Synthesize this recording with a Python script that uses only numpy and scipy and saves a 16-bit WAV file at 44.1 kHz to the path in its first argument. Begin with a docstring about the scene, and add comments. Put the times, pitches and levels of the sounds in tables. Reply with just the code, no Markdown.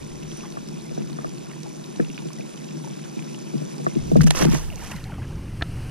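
"""Steady rain on a lagoon, heard on a plastic kayak: wash, ticks and drops that drum modal rings from the hull.
A jacket swishes as filtered noise; knocks ring the hull modes; tackle clacks at 2 s. Near 4 s a fish is let go:
it thumps the boat, slaps the water (noise bursts), throws up spray (grains), and bubbles (climbing sines) rise.
Then the rain fades, the image narrows to the middle, a breeze (filtered noise) rumbles and tackle clacks again."""
import sys
import numpy as np
from scipy import signal
from scipy.fft import rfft, irfft
from scipy.io import wavfile

SR = 44100
rng = np.random.default_rng(int(sys.argv[2]) if len(sys.argv) > 2 else 0)


def log_audio(samples):
    """Write samples as a 16-bit WAV file to the path given in sys.argv[1]."""
    # one column per channel
    frames = np.atleast_2d(samples).T
    # limit to full scale, then quantise
    limited = np.clip(frames, -1, 1)
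    pcm = np.round(limited * 32767).astype(np.int16)
    wavfile.write(sys.argv[1], SR, pcm)


N = 260583


def gain_of(db):
    """Decibels to gain."""
    return 10 ** (np.asarray(db) / 20)


def evened(x):
    """Scales to rms 1."""
    return x / np.sqrt(np.mean(x ** 2) + 1e-20)


def read(points, hz):
    """Reads a spectrum table on a log-frequency axis."""
    f, value = np.transpose(points)
    return np.interp(np.log(hz + 1), np.log(f + 1), value)


def level(curve):
    """A (time_s, db) curve as a gain for every sample."""
    return gain_of(np.interp(np.arange(N) / SR, *np.transpose(curve)))


def add(mix, start_s, sound):
    """Lays a sound into the mix at start_s."""
    part = mix[:, max(round(start_s * SR), 0):][:, :sound.shape[-1]]
    part += sound[..., :part.shape[1]]


def colour(x, spectrum):
    """Causal minimum-phase filter with the given (hz, db) response."""
    log_gain = np.log(gain_of(read(spectrum, abs(np.fft.fftfreq(4096, 1 / SR)))))
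    taps = np.fft.ifft(np.exp(np.conj(signal.hilbert(log_gain)))).real
    return signal.oaconvolve(x, taps[None, :len(taps) // 2], axes=1)[:, :x.shape[1]]


def lowpass(x, order, edge_hz):
    """Butterworth low-pass."""
    return signal.sosfilt(signal.butter(order, edge_hz, fs=SR, output="sos"), x)


def ports(z, phase, same, pan):
    """Two unrelated sounds become a microphone pair: partly alike, phase-shifted, tilted in level."""
    hz = np.fft.rfftfreq(z.shape[1], 1 / SR)
    a, b = rfft(z)
    likeness = np.clip(read(same, hz), 0, .99)
    tilt = gain_of(read(pan, hz) / 2)
    right = (likeness * a + np.sqrt(1 - likeness ** 2) * b) * np.exp(-1j * read(phase, hz))
    return irfft(np.array([a * tilt, right / tilt]), z.shape[1])


def sway(rate_hz, depth_db):
    """A gain that wanders between random values drawn rate_hz times a second."""
    t = np.arange(N) / SR
    knots = rng.standard_normal(1024)
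    return gain_of(depth_db * np.interp(t * rate_hz, np.arange(len(knots)), knots))


def swell(t, crest_s, rise_s, fall_s):
    """An envelope that grows to a crest and dies away, both exponentially."""
    return np.exp(-np.maximum((crest_s - t) / rise_s, (t - crest_s) / fall_s))


def impacts(per_s, spread_db):
    """A random train of impulses, mostly small and a few large."""
    sizes = gain_of(spread_db * np.minimum(rng.exponential(1, N), 4))
    return sizes * (rng.random(N) < per_s / SR)


def strewn(per_s, spread_db, grain):
    """Repeats a stereo grain at random impacts."""
    return signal.oaconvolve(impacts(per_s, spread_db)[None], grain, axes=1)[:, :N]


def patter(per_s, spread_db, low_hz, high_hz, cycles, count=24):
    """Drops of many sizes: each is a short fizzing tick around its own pitch."""
    t, out = np.arange(1024) / SR, np.zeros((2, N))
    for hz in np.geomspace(low_hz, high_hz, count):
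        burst = rng.standard_normal((2, len(t))) * np.exp(-t / 0.00098)
        ring = np.sin(2 * np.pi * hz * t) * np.exp(-t * hz / cycles)
        grain = evened(signal.fftconvolve(burst, ring[None], axes=1)[:, :len(t)])
        out += np.sqrt(hz) * strewn(per_s / count, spread_db, grain)
    return out


def plink(hz, cycles, rise):
    """Trapped air rings as a decaying sine that climbs while it nears the surface."""
    t = np.arange(SR // 15) / SR
    age = t * hz / cycles
    turns = np.cumsum(hz * (1 + rise * np.minimum(age, 5))) / SR
    ring = np.sin(2 * np.pi * (turns + rng.random((2, 1))))
    return ring * np.exp(-age) * (1 - np.exp(-t * hz))


def bubbles(per_s, spread_db, low_hz, high_hz, cycles, rise, count=24):
    """A random swarm of bubbles of many sizes."""
    sizes_hz = np.geomspace(low_hz, high_hz, count)
    return evened(sum(strewn(per_s / count, spread_db, plink(hz, cycles, rise)) for hz in sizes_hz))


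# rain strength: time_s, gain_db
RAIN_LEVEL = [(0, -0.5), (2.3, -0.5), (4.1, 1.64), (4.6, -5.5), (4.9, -5), (5.1, -22), (5.3, -6.5),
              (5.91, -28)]
# filters of far wash and near drops: freq_hz, relative_db
WASH_COLOUR = [(60, -104), (130, -19), (350, 21.5), (560, 8), (900, -14), (1500, -4.5), (2100, -9.5),
               (3000, -11.5), (4400, -6), (6000, -3.5), (7700, -9), (10000, -14.5), (12500, -20),
               (15000, -42)]
DROP_COLOUR = [(200, -40.5), (600, 8), (1100, 2.5), (2000, -8), (2900, 0), (4300, -11.5), (5900, 0),
               (7700, -10.5), (10000, -10), (12500, -28), (15000, -25)]
# rain at the two microphone ports: freq_hz, left_lead_rad | freq_hz, likeness | freq_hz, left_minus_right_db
RAIN_LEAD = [(100, -5), (500, -2.5), (1500, -4), (2200, -5), (3300, -5), (4600, -7.5), (5400, -8),
             (7400, -8.5), (10000, -11.5), (15000, -7.5)]
RAIN_LIKENESS = [(100, 0.25), (350, 0.93), (700, 0.56), (1500, 0.31), (2200, 0.74), (3300, 1), (6000, 0.95),
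                 (9000, 0.5), (15000, .1)]
RAIN_BALANCE = [(200, -0.5), (700, -1), (1400, 0.5), (3000, -1), (6000, 0.5), (8500, -7.5), (15000, -4.5)]


def rain():
    """A far wash, nearer ticks and plinks on the water, and drops drumming on the hull."""
    wash = gain_of(-41.5) * evened(colour(rng.standard_normal((2, N)), WASH_COLOUR))
    wash *= sway(rate_hz=70, depth_db=1)
    near = patter(per_s=3200, spread_db=2.9, low_hz=600, high_hz=13000, cycles=2.2)
    drops = gain_of(-45.5) * evened(colour(near, DROP_COLOUR))
    plinks = bubbles(per_s=69, spread_db=0.0, low_hz=1774, high_hz=4430, cycles=17, rise=0.038)
    plinks *= gain_of(-63.0) * sway(rate_hz=9.2, depth_db=6.5)
    # one independent train, each with its own ring, per entry of the mode table
    drumming = sum(strewn(22, 1.0, hull_ring(hard_hz=311.4, twist=0.6)) for _ in HULL_MODES)
    on_water = ports(wash + drops + plinks, RAIN_LEAD, RAIN_LIKENESS, RAIN_BALANCE)
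    return level(RAIN_LEVEL) * (on_water + gain_of(-34.0) * evened(drumming))


# largest close drops on boat and gear: start_s, level_db, pitch_hz, left_minus_right_db
LARGE_DROPS = [(0.316, -38.5, 3230, -4), (0.372, -40, 9100, -9), (0.687, -36, 5340, -1),
               (0.8, -46, 3870, 8), (1.021, -41.5, 2600, 0), (1.1, -48, 1140, 6), (1.13, -42, 4300, -2),
               (1.293, -40, 5840, 0), (1.633, -36, 5860, -8), (1.662, -39.5, 825, 0),
               (1.842, -38.5, 3720, 2), (2.047, -40, 2750, -5), (2.101, -40.5, 2800, -5),
               (2.145, -40.5, 3300, 2), (2.178, -34.5, 2510, -7), (2.188, -39, 3650, -3),
               (2.304, -45.5, 1120, -1), (2.332, -40, 6100, -14), (2.576, -41.5, 3050, -1),
               (2.689, -42, 2800, -3), (2.844, -41.5, 906, 1), (2.873, -41, 870, -3),
               (3.192, -35.5, 2470, 0), (3.346, -39, 2960, 1), (3.845, -40, 6700, -9),
               (4.758, -36.5, 6560, -9), (4.963, -38, 4100, 2), (5.041, -37.5, 4080, 3)]
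TICKS_PER_S, TICK_DB, TICK_SPREAD_DB, TICK_LOW_HZ, TICK_HIGH_HZ = 5, -43, 1.5, 2000, 5200  # small drops


def ticks(pan_db=-4):
    """Close drops on the boat: a few stand out; smaller ones fall at random, scaled by the rain strength."""
    large, small = np.zeros((2, 2, N))
    for start_s, level_db, pitch_hz, balance_db in LARGE_DROPS:
        add(large, start_s, tick(level_db, pitch_hz, balance_db))
    for k in range(round(TICKS_PER_S * N / SR)):
        pitch_hz = TICK_LOW_HZ * (TICK_HIGH_HZ / TICK_LOW_HZ) ** rng.random()
        start_s = (k + rng.random()) / TICKS_PER_S
        level_db = TICK_DB + TICK_SPREAD_DB * rng.standard_normal()
        add(small, start_s, tick(level_db, pitch_hz, pan_db))
    return large + level(RAIN_LEVEL) * small


def tick(level_db, hz, pan_db, cycles=5.1, crack_db=-2, lift_db=9.0):
    """A close drop: a sharp noise tick and a brief ring around one pitch, the ring 1 rad later on the left."""
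    t = np.arange(SR // 30) / SR
    crack_colour = [(hz / 6, -20), (hz / 2, -7), (hz, 0), (hz * 1.5, -9), (hz * 4, -34)]
    crack = colour(rng.standard_normal((2, len(t))) * np.exp(-t / 0.0026), crack_colour)
    ring = np.sin(2 * np.pi * hz * t - np.array([[1], [0]])) * np.exp(-t * hz / cycles)
    hit = evened(ring) + gain_of(crack_db) * evened(crack)
    return gain_of(level_db + lift_db + np.array([[pan_db], [-pan_db]]) / 2) * hit / abs(hit).max()


# knocks on the hull: start_s, level_db, hardness_hz
HULL_KNOCKS = [(.569, -17, 1680), (0.909, -17, 600), (.974, -12, 750), (1.0, -15.5, 473),
               (1.185, -17.5, 1600), (1.243, -15, 1530), (1.993, -5, 520), (2.25, -15.5, 420),
               (2.393, -17.5, 700), (3.164, -15, 350), (3.536, -10.5, 450), (3.548, -10.5, 296),
               (3.615, -16, 720), (3.796, -15.5, 597), (3.8638, -3, 1730), (3.953, -7, 377),
               (3.962, -7, 347), (4.113, -3, 635), (4.121, -7, 222), (4.154, 0, 740), (4.162, -1, 320),
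               (4.179, -4.5, 220), (4.231, -2, 190), (4.258, -11, 200), (4.403, -7, 400), (4.42, -5, 500),
               (4.449, -1.5, 477), (4.467, -8, 356), (4.479, -4, 264), (4.529, -4, 380),
               (4.934, -17.5, 220)]


def knocks():
    """Feet, the fish and small waves knock on the hull."""
    out = np.zeros((2, N))
    for start_s, level_db, hard_hz in HULL_KNOCKS:
        add(out, start_s, blow(level_db, hard_hz))
    return out


SHUFFLES_PER_S, SHUFFLE_DB, SHUFFLE_HZ, SHUFFLE_END_S = 3.8, -33, 520, 1.7


def shuffling():
    """Light hull bumps at uneven moments while the fish is turned upright."""
    out = np.zeros((2, N))
    for k in range(round(SHUFFLES_PER_S * SHUFFLE_END_S)):
        add(out, (k + rng.random()) / SHUFFLES_PER_S, blow(SHUFFLE_DB, SHUFFLE_HZ))
    return out


def blow(level_db, hard_hz):
    """One blow on the hull, scaled by its peak."""
    ring = hull_ring(hard_hz)
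    return gain_of(level_db) * ring / abs(ring).max()


# modes of the hull: nominal_hz, level_db, t60_s
HULL_MODES = [(151.8, -5, 0.21), (185, 1.5, 0.062), (217.4, 0.5, 0.071), (274.6, -7.5, 0.1),
              (336, 4.5, 0.047), (385.4, 3, 0.031), (473, -4.5, 0.085), (645, 3, 0.038), (700, -4, 0.043),
              (980, -1, 0.017), (1193, 6, 0.026), (1500, -5, 0.025), (1790, 1, 0.034)]
BEND_LAG_S = 0.0023  # bending waves: lag of a 300 Hz ring; higher ones run faster


def hull_ring(hard_hz, scatter_db=0.56, twist=0.21, loose_hz=190, thud_db=-4):
    """Hull modes plus a thud; a soft blow omits high modes. The mount rocks the ports in opposite senses."""
    t = np.arange(SR // 5) / SR
    hz, db, t60_s = np.transpose(HULL_MODES)[:, :, None]
    size, detune, *skew = rng.standard_normal((4, len(HULL_MODES), 1))
    age = np.maximum(t - BEND_LAG_S * np.sqrt(300 / hz), 0)
    modes = gain_of(db + scatter_db * size - 60 * age / t60_s) / np.sqrt(1 + (hz / hard_hz) ** 9)
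    modes *= 1 - np.exp(-(age * np.minimum(hard_hz, 1200)) ** 2)
    phase = 2 * np.pi * hz * (1 + hz / (hz + 1500) * .05 * detune) * age
    slack = twist * (1 + (loose_hz / hz) ** 2)  # low modes reach the two ports less alike
    ring = np.array([(modes * np.sin(phase + slack * s)).sum(0) for s in skew])
    # the many damped modes in between blur into a short thud
    thud = evened(lowpass(rng.standard_normal(len(t)), 6, np.clip(hard_hz, 100, 1800)))
    thud = thud * np.exp(-t / 0.0062)
    onset = 1 - np.exp(-(t / BEND_LAG_S) ** 2)
    return (ring + gain_of(thud_db) * thud * onset) * [[1], [-1]] * gain_of([[.4], [-.4]])


# filter of the spray: freq_hz, relative_db
SPRAY_COLOUR = [(100, -4), (300, 17), (600, 7), (1300, -2.5), (2000, -1), (2800, -3), (4200, -2.5),
                (6000, 7.5), (7500, -6.5), (9500, -5.5), (13000, -12), (15500, -51)]
# slaps of the fish and of falling water: start_s, level_db, upper_edge_hz
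WATER_SLAPS = [(4.2087, -15, 1700), (4.272, -18, 1700), (4.3069, -2.5, 13000), (4.3087, -6, 5000),
               (4.3499, -15, 1490), (4.372, -17, 3020), (4.422, -14, 2400), (4.4496, -13, 1500),
               (4.453, -12.5, 9000), (4.5235, -23, 1500), (4.55, -19, 1400)]
# splash at the two ports: freq_hz, left_lead_rad | freq_hz, left_minus_right_db
SPLASH_LEAD = [(100, -2.5), (1000, -2), (1500, -5.5), (2200, -4), (3300, -7.5), (4600, -8.5), (6000, -9),
               (9000, -8), (15000, -31.5)]
SPLASH_BALANCE = [(200, -1.5), (700, -2), (1400, -14.5), (3000, -6.5), (6000, 0), (8500, -9),
                  (15000, -10.5)]


def splash():
    """Slaps on the surface, sheets of falling droplets, and a low heave of water."""
    # heavy and fine droplets land in separate clumps
    coarse = patter(per_s=2400, spread_db=3.2, low_hz=500, high_hz=3200, cycles=4)
    coarse *= sway(rate_hz=130, depth_db=1.3)
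    fine = patter(per_s=5500, spread_db=3.5, low_hz=2600, high_hz=14000, cycles=1.8)
    fine *= sway(rate_hz=170, depth_db=1.4)
    spray = spray_flow() * evened(colour(gain_of(4.5) * coarse + fine, SPRAY_COLOUR))
    slaps = np.zeros((2, N))
    for start_s, level_db, top_hz in WATER_SLAPS:
        add(slaps, start_s, slap(level_db, top_hz))
    heave_colour = [(20, 5.0), (70, 4.5), (160, -4.0), (400, -21.0), (900, -48), (6000, -33), (15000, -44.5)]
    heave = evened(colour(rng.standard_normal((2, N)), heave_colour))
    heave *= level([(3.95, -79), (4.12, -29), (4.2, -57), (4.35, -29.5),
                    (4.5, -27.5), (4.65, -28), (4.9, -37), (5.2, -43)])
    likeness = [(100, 0.77), (300, 0.88), (2500, 0.24), (7000, 0.98), (15000, 0.24)]
    return ports(spray + slaps + heave, SPLASH_LEAD, likeness, SPLASH_BALANCE)


# short flicks of spray: start_s, level_db, hold_s
SPRAY_FLICKS = [(4.163, -35, 0.011), (4.211, -28, 0.0097), (4.231, -31.5, 0.011), (4.264, -28.5, 0.019),
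                (4.302, -33, 0.019), (4.347, -33, 0.0031), (4.441, -36, 0.0077), (4.912, -37.5, 0.008)]
FLICK_RISE_S, FLICK_FALL_S = 0.0028, 0.0035
# surges: the plunge, the water falling back, the last wash: crest_s, level_db, rise_s, fall_s
SPRAY_SURGES = [(4.39, -26, 0.039, 0.042), (4.428, -27, 0.026, 0.01), (4.549, -30, 0.041, 0.055),
                (4.85, -38.5, 0.065, 0.17)]


def spray_flow():
    """How much water is in the air: quick flicks of the tail, then rounded surges that drain away."""
    t, flow = np.arange(N) / SR, np.zeros(N)
    for start_s, level_db, hold_s in SPRAY_FLICKS:
        rise = np.clip((t - start_s) / FLICK_RISE_S, 0, 1)
        fall = np.exp(-np.maximum(t - start_s - hold_s, 0) / FLICK_FALL_S)
        flow += gain_of(level_db) * rise * fall
    for crest_s, level_db, rise_s, fall_s in SPRAY_SURGES:
        decay = np.where(t < crest_s, ((crest_s - t) / rise_s) ** 2, (t - crest_s) / fall_s)
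        flow += gain_of(level_db) * np.exp(-decay)
    return flow


def slap(level_db, top_hz):
    """Water is struck: a noise burst, bright from a fin, dull from a falling lump of water."""
    t = np.arange(SR // 40) / SR
    crack_colour = [(300, -7.5), (700, -1.0), (1400, -6), (2600, -10), (4200, -7.0),
                    (6000, -6), (7500, -10.0), (9500, -9.5), (15000, -28)]
    crack = colour(rng.standard_normal((2, len(t))) * np.exp(-t / 0.0018), crack_colour)
    crack = lowpass(crack, 2, min(top_hz, SR / 3))
    return gain_of(level_db) * crack / abs(crack).max()


# clouds of bubbles: crest_s, level_db
BUBBLE_CLOUDS = [(.45, -46.5), (1.0, -50.5), (1.22, -50), (1.51, -51.5), (2.19, -56), (3.06, -50.5),
                 (4.39, -30), (4.43, -36), (4.485, -45.5), (4.555, -38), (4.62, -55), (4.84, -46.5),
                 (4.88, -50.5), (4.92, -43), (4.975, -54), (5.14, -49), (5.23, -50.5)]
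# largest single bubbles: start_s, level_db, starting_pitch_hz
LARGE_BUBBLES = [(.408, -31, 2550), (0.436, -33, 1130), (.975, -37, 1500), (1.498, -36, 2600),
                 (1.534, -36, 1770), (2.409, -28.5, 2360), (4.469, -27, 1320), (4.551, -25, 900),
                 (4.63, -36, 1700), (4.686, -39, 1650), (4.702, -26, 2650), (4.717, -38, 2150),
                 (4.726, -32, 2680), (4.734, -33, 2730), (4.78, -32, 2570), (4.80, -34, 2030),
                 (4.825, -30.5, 900), (4.918, -23, 2630), (4.966, -31, 1980), (4.983, -33, 1810),
                 (5.012, -44, 1410), (5.096, -36.5, 880), (5.121, -31.5, 1420), (5.184, -32.5, 732),
                 (5.219, -35, 1550)]
FROTH_RISE_S, FROTH_FALL_S = 0.023, 0.026
TRAIL_CREST_S, TRAIL_DB, TRAIL_RISE_S, TRAIL_FALL_S = 4.78, -47.5, 0.18, 0.65


def froth():
    """Bubble clouds gurgle beside the boat; a few large ones stand out, and a faint simmer trails the dive."""
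    t = np.arange(N) / SR
    clouds = sum(gain_of(db) * swell(t, crest_s, FROTH_RISE_S, FROTH_FALL_S) for crest_s, db in BUBBLE_CLOUDS)
    out = clouds * bubbles(per_s=800, spread_db=2.4, low_hz=800, high_hz=3100, cycles=6, rise=.04)[:1]
    for start_s, level_db, pitch_hz in LARGE_BUBBLES:
        add(out, start_s, gain_of(level_db) * plink(pitch_hz, cycles=4.2, rise=0.039)[:1])
    simmer = bubbles(per_s=190, spread_db=2.3, low_hz=750, high_hz=3000, cycles=7, rise=.025)[:1]
    out += gain_of(TRAIL_DB) * swell(t, TRAIL_CREST_S, TRAIL_RISE_S, TRAIL_FALL_S) * simmer
    return out * gain_of([[-1.5], [1.5]])


# pockets of air closing in the water: start_s, level_db, starting_pitch_hz, glide_octaves_per_s
AIR_POCKETS = [(4.71, -46.5, 760, -14.5), (4.828, -58, 502, 15.5), (5.09, -47, 1028, -19.5)]
GULP_S, GULP_ROUGH_DB = 0.11, 4.5


def gulps():
    """Pockets of air in the swirl ring unevenly and slide in pitch."""
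    out, t = np.zeros((1, N)), np.arange(round(GULP_S * SR)) / SR
    envelope = np.sin(np.pi * np.sqrt(t / GULP_S)) ** 2
    for start_s, level_db, pitch_hz, glide in AIR_POCKETS:
        turns = np.cumsum(pitch_hz * 2 ** (glide * t)) / SR
        add(out, start_s, gain_of(level_db) * np.sin(2 * np.pi * turns) * envelope)
    return out * sway(rate_hz=170, depth_db=GULP_ROUGH_DB)


def sleeve(start_s=.22, length_s=0.29):
    """The wet jacket swishes as the fish is turned: one swell of filtered noise."""
    out, count = np.zeros((2, N)), round(length_s * SR)
    swish_colour = [(3000, -13.5), (5200, -11), (5900, 1.5), (6700, -13),
                    (8000, -22), (9000, -9.0), (10500, -30), (15000, -45)]
    swish = colour(rng.standard_normal((2, count)), swish_colour)
    add(out, start_s, gain_of(-44.5) * evened(swish) * np.hanning(count))
    return ports(out, RAIN_LEAD, RAIN_LIKENESS, RAIN_BALANCE)


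# modes of the tackle: freq_hz, level_db, t60_s
TACKLE_MODES = [(72, 13, 0.04), (706, 0, 0.036), (1120, -4, 0.0059), (1318, -2, 0.05), (1625, 4, 0.019),
                (1770, 8, 0.017), (2390, -4, 0.02), (2810, -3, 0.01), (3300, -3, 0.0072),
                (4000, 9.5, 0.009), (4270, -1, 0.005)]
# clacks of loose tackle: start_s, peak_db, ring_lower_edge_hz, upper_edge_hz, right_lead_rad
TACKLE_CLACKS = [(1.999, -16, 800, 1800, 2.4), (5.6108, -23, 900, 2000, 0), (5.6185, -22, 900, 1900, 0),
                 (5.6221, -11, 40, 3900, 0)]
CLACK_RISE_S = 0.0008


def clack(crack_db=-2):
    """Hard plastic tackle chatters and settles: damped modes plus a dry noise crack."""
    out, t = np.zeros((2, N)), np.arange(SR // 10) / SR
    crack_colour = [(300, 4.5), (900, -5.5), (1500, 1), (2400, 1.5),
                    (4000, 4), (5500, -7), (6600, 4), (9000, -37)]
    for start_s, peak_db, low_hz, top_hz, lead_rad in TACKLE_CLACKS:
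        ring = np.zeros(len(t))
        for hz, mode_db, t60_s in TACKLE_MODES:
            strength = gain_of(mode_db - 60 * t / t60_s) / (1 + (low_hz / hz) ** 2)
            ring += strength * rng.choice([-1, 1]) * np.sin(2 * np.pi * hz * t)
        crack = colour(rng.standard_normal((1, len(t))) * np.exp(-t / 0.0031), crack_colour)
        hit = evened(ring) + gain_of(crack_db) * evened(crack)
        hit = lowpass(hit * np.minimum(t / CLACK_RISE_S, 1), 4, min(top_hz, SR / 3))
        pair = (signal.hilbert(hit) * np.exp(1j * lead_rad * np.array([[0], [1]]))).real
        add(out, start_s, gain_of(peak_db) * pair / abs(pair).max())
    return out


# breeze dies away, then returns: time_s, level_db
BREEZE_LEVEL = [(0, -41), (.75, -53.5), (2.4, -59.5), (3.9, -59), (4.02, -34), (4.55, -42.5), (4.75, -40.5),
                (5.15, -29.5), (5.91, -30)]
# filters of breeze and open water: freq_hz, relative_db
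RUMBLE_COLOUR = [(20, -3), (45, -2), (80, 1.5), (130, 3), (200, -8.5), (320, -14), (550, -26.5),
                 (1000, -54), (2000, -75)]
WATER_COLOUR = [(200, -0.5), (500, 6), (1000, 0.5), (1700, -0.5), (2200, -2), (2900, 1), (3600, -12),
                (4500, -6), (6000, -8.5), (7300, -15), (9000, -7.5), (11500, -17.5), (13500, -19),
                (15500, -30)]
GUST_S, GUST_DB, GUST_RISE_S, GUST_FALL_S = 4.22, -18.5, 0.025, 0.023  # one buffet as the fish drops


def breeze():
    """Wind rumbles at the microphones over the soft hiss of open water, all in the middle."""
    rumble = evened(colour(rng.standard_normal((1, N)), RUMBLE_COLOUR))
    deep = lowpass(rumble, 2, 50)
    gust = gain_of(GUST_DB) * swell(np.arange(N) / SR, GUST_S, GUST_RISE_S, GUST_FALL_S)
    speed = level(BREEZE_LEVEL) + gust
    reach = np.minimum(speed / gain_of(-22.0), 1) ** 0.17  # slower air favours the deepest eddies
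    wind = gain_of(-0.5) * speed * (reach * rumble + (1 - reach) * gain_of(-3.0) * deep)
    hiss = evened(colour(rng.standard_normal((1, N)), WATER_COLOUR)) * sway(rate_hz=2.93, depth_db=-1.5)
    return wind + hiss * level([(3.9, -90), (4.4, -64), (5.05, -53), (5.91, -47.5)])


def scene():
    """Everything around the boat; the mount passes little below the lowest hull mode."""
    mount = signal.cheby1(7, .5, 129, "high", fs=SR, output="sos")
    boat = signal.sosfilt(mount, rain() + knocks() + shuffling())
    return boat + ticks() + sleeve() + splash() + froth() + gulps() + breeze() + clack()


# width of the stereo image: time_s, side_gain_db
IMAGE_WIDTH = [(0, -1), (4.6, -0.5), (4.9, -5), (5.1, -14), (5.3, -30), (5.91, -50)]
EDGE_HZ = 15600


def record(dry):
    """The image narrows towards mono, clips at full scale and is band-limited."""
    mid = dry.mean(0)
    narrowed = np.clip(mid + level(IMAGE_WIDTH) * (dry - mid), -1, 1)
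    band = signal.firwin(511, EDGE_HZ, window=("kaiser", 9), fs=SR)
    return signal.oaconvolve(narrowed, band[None], "same")


dry = scene()
out = record(dry)
log_audio(out)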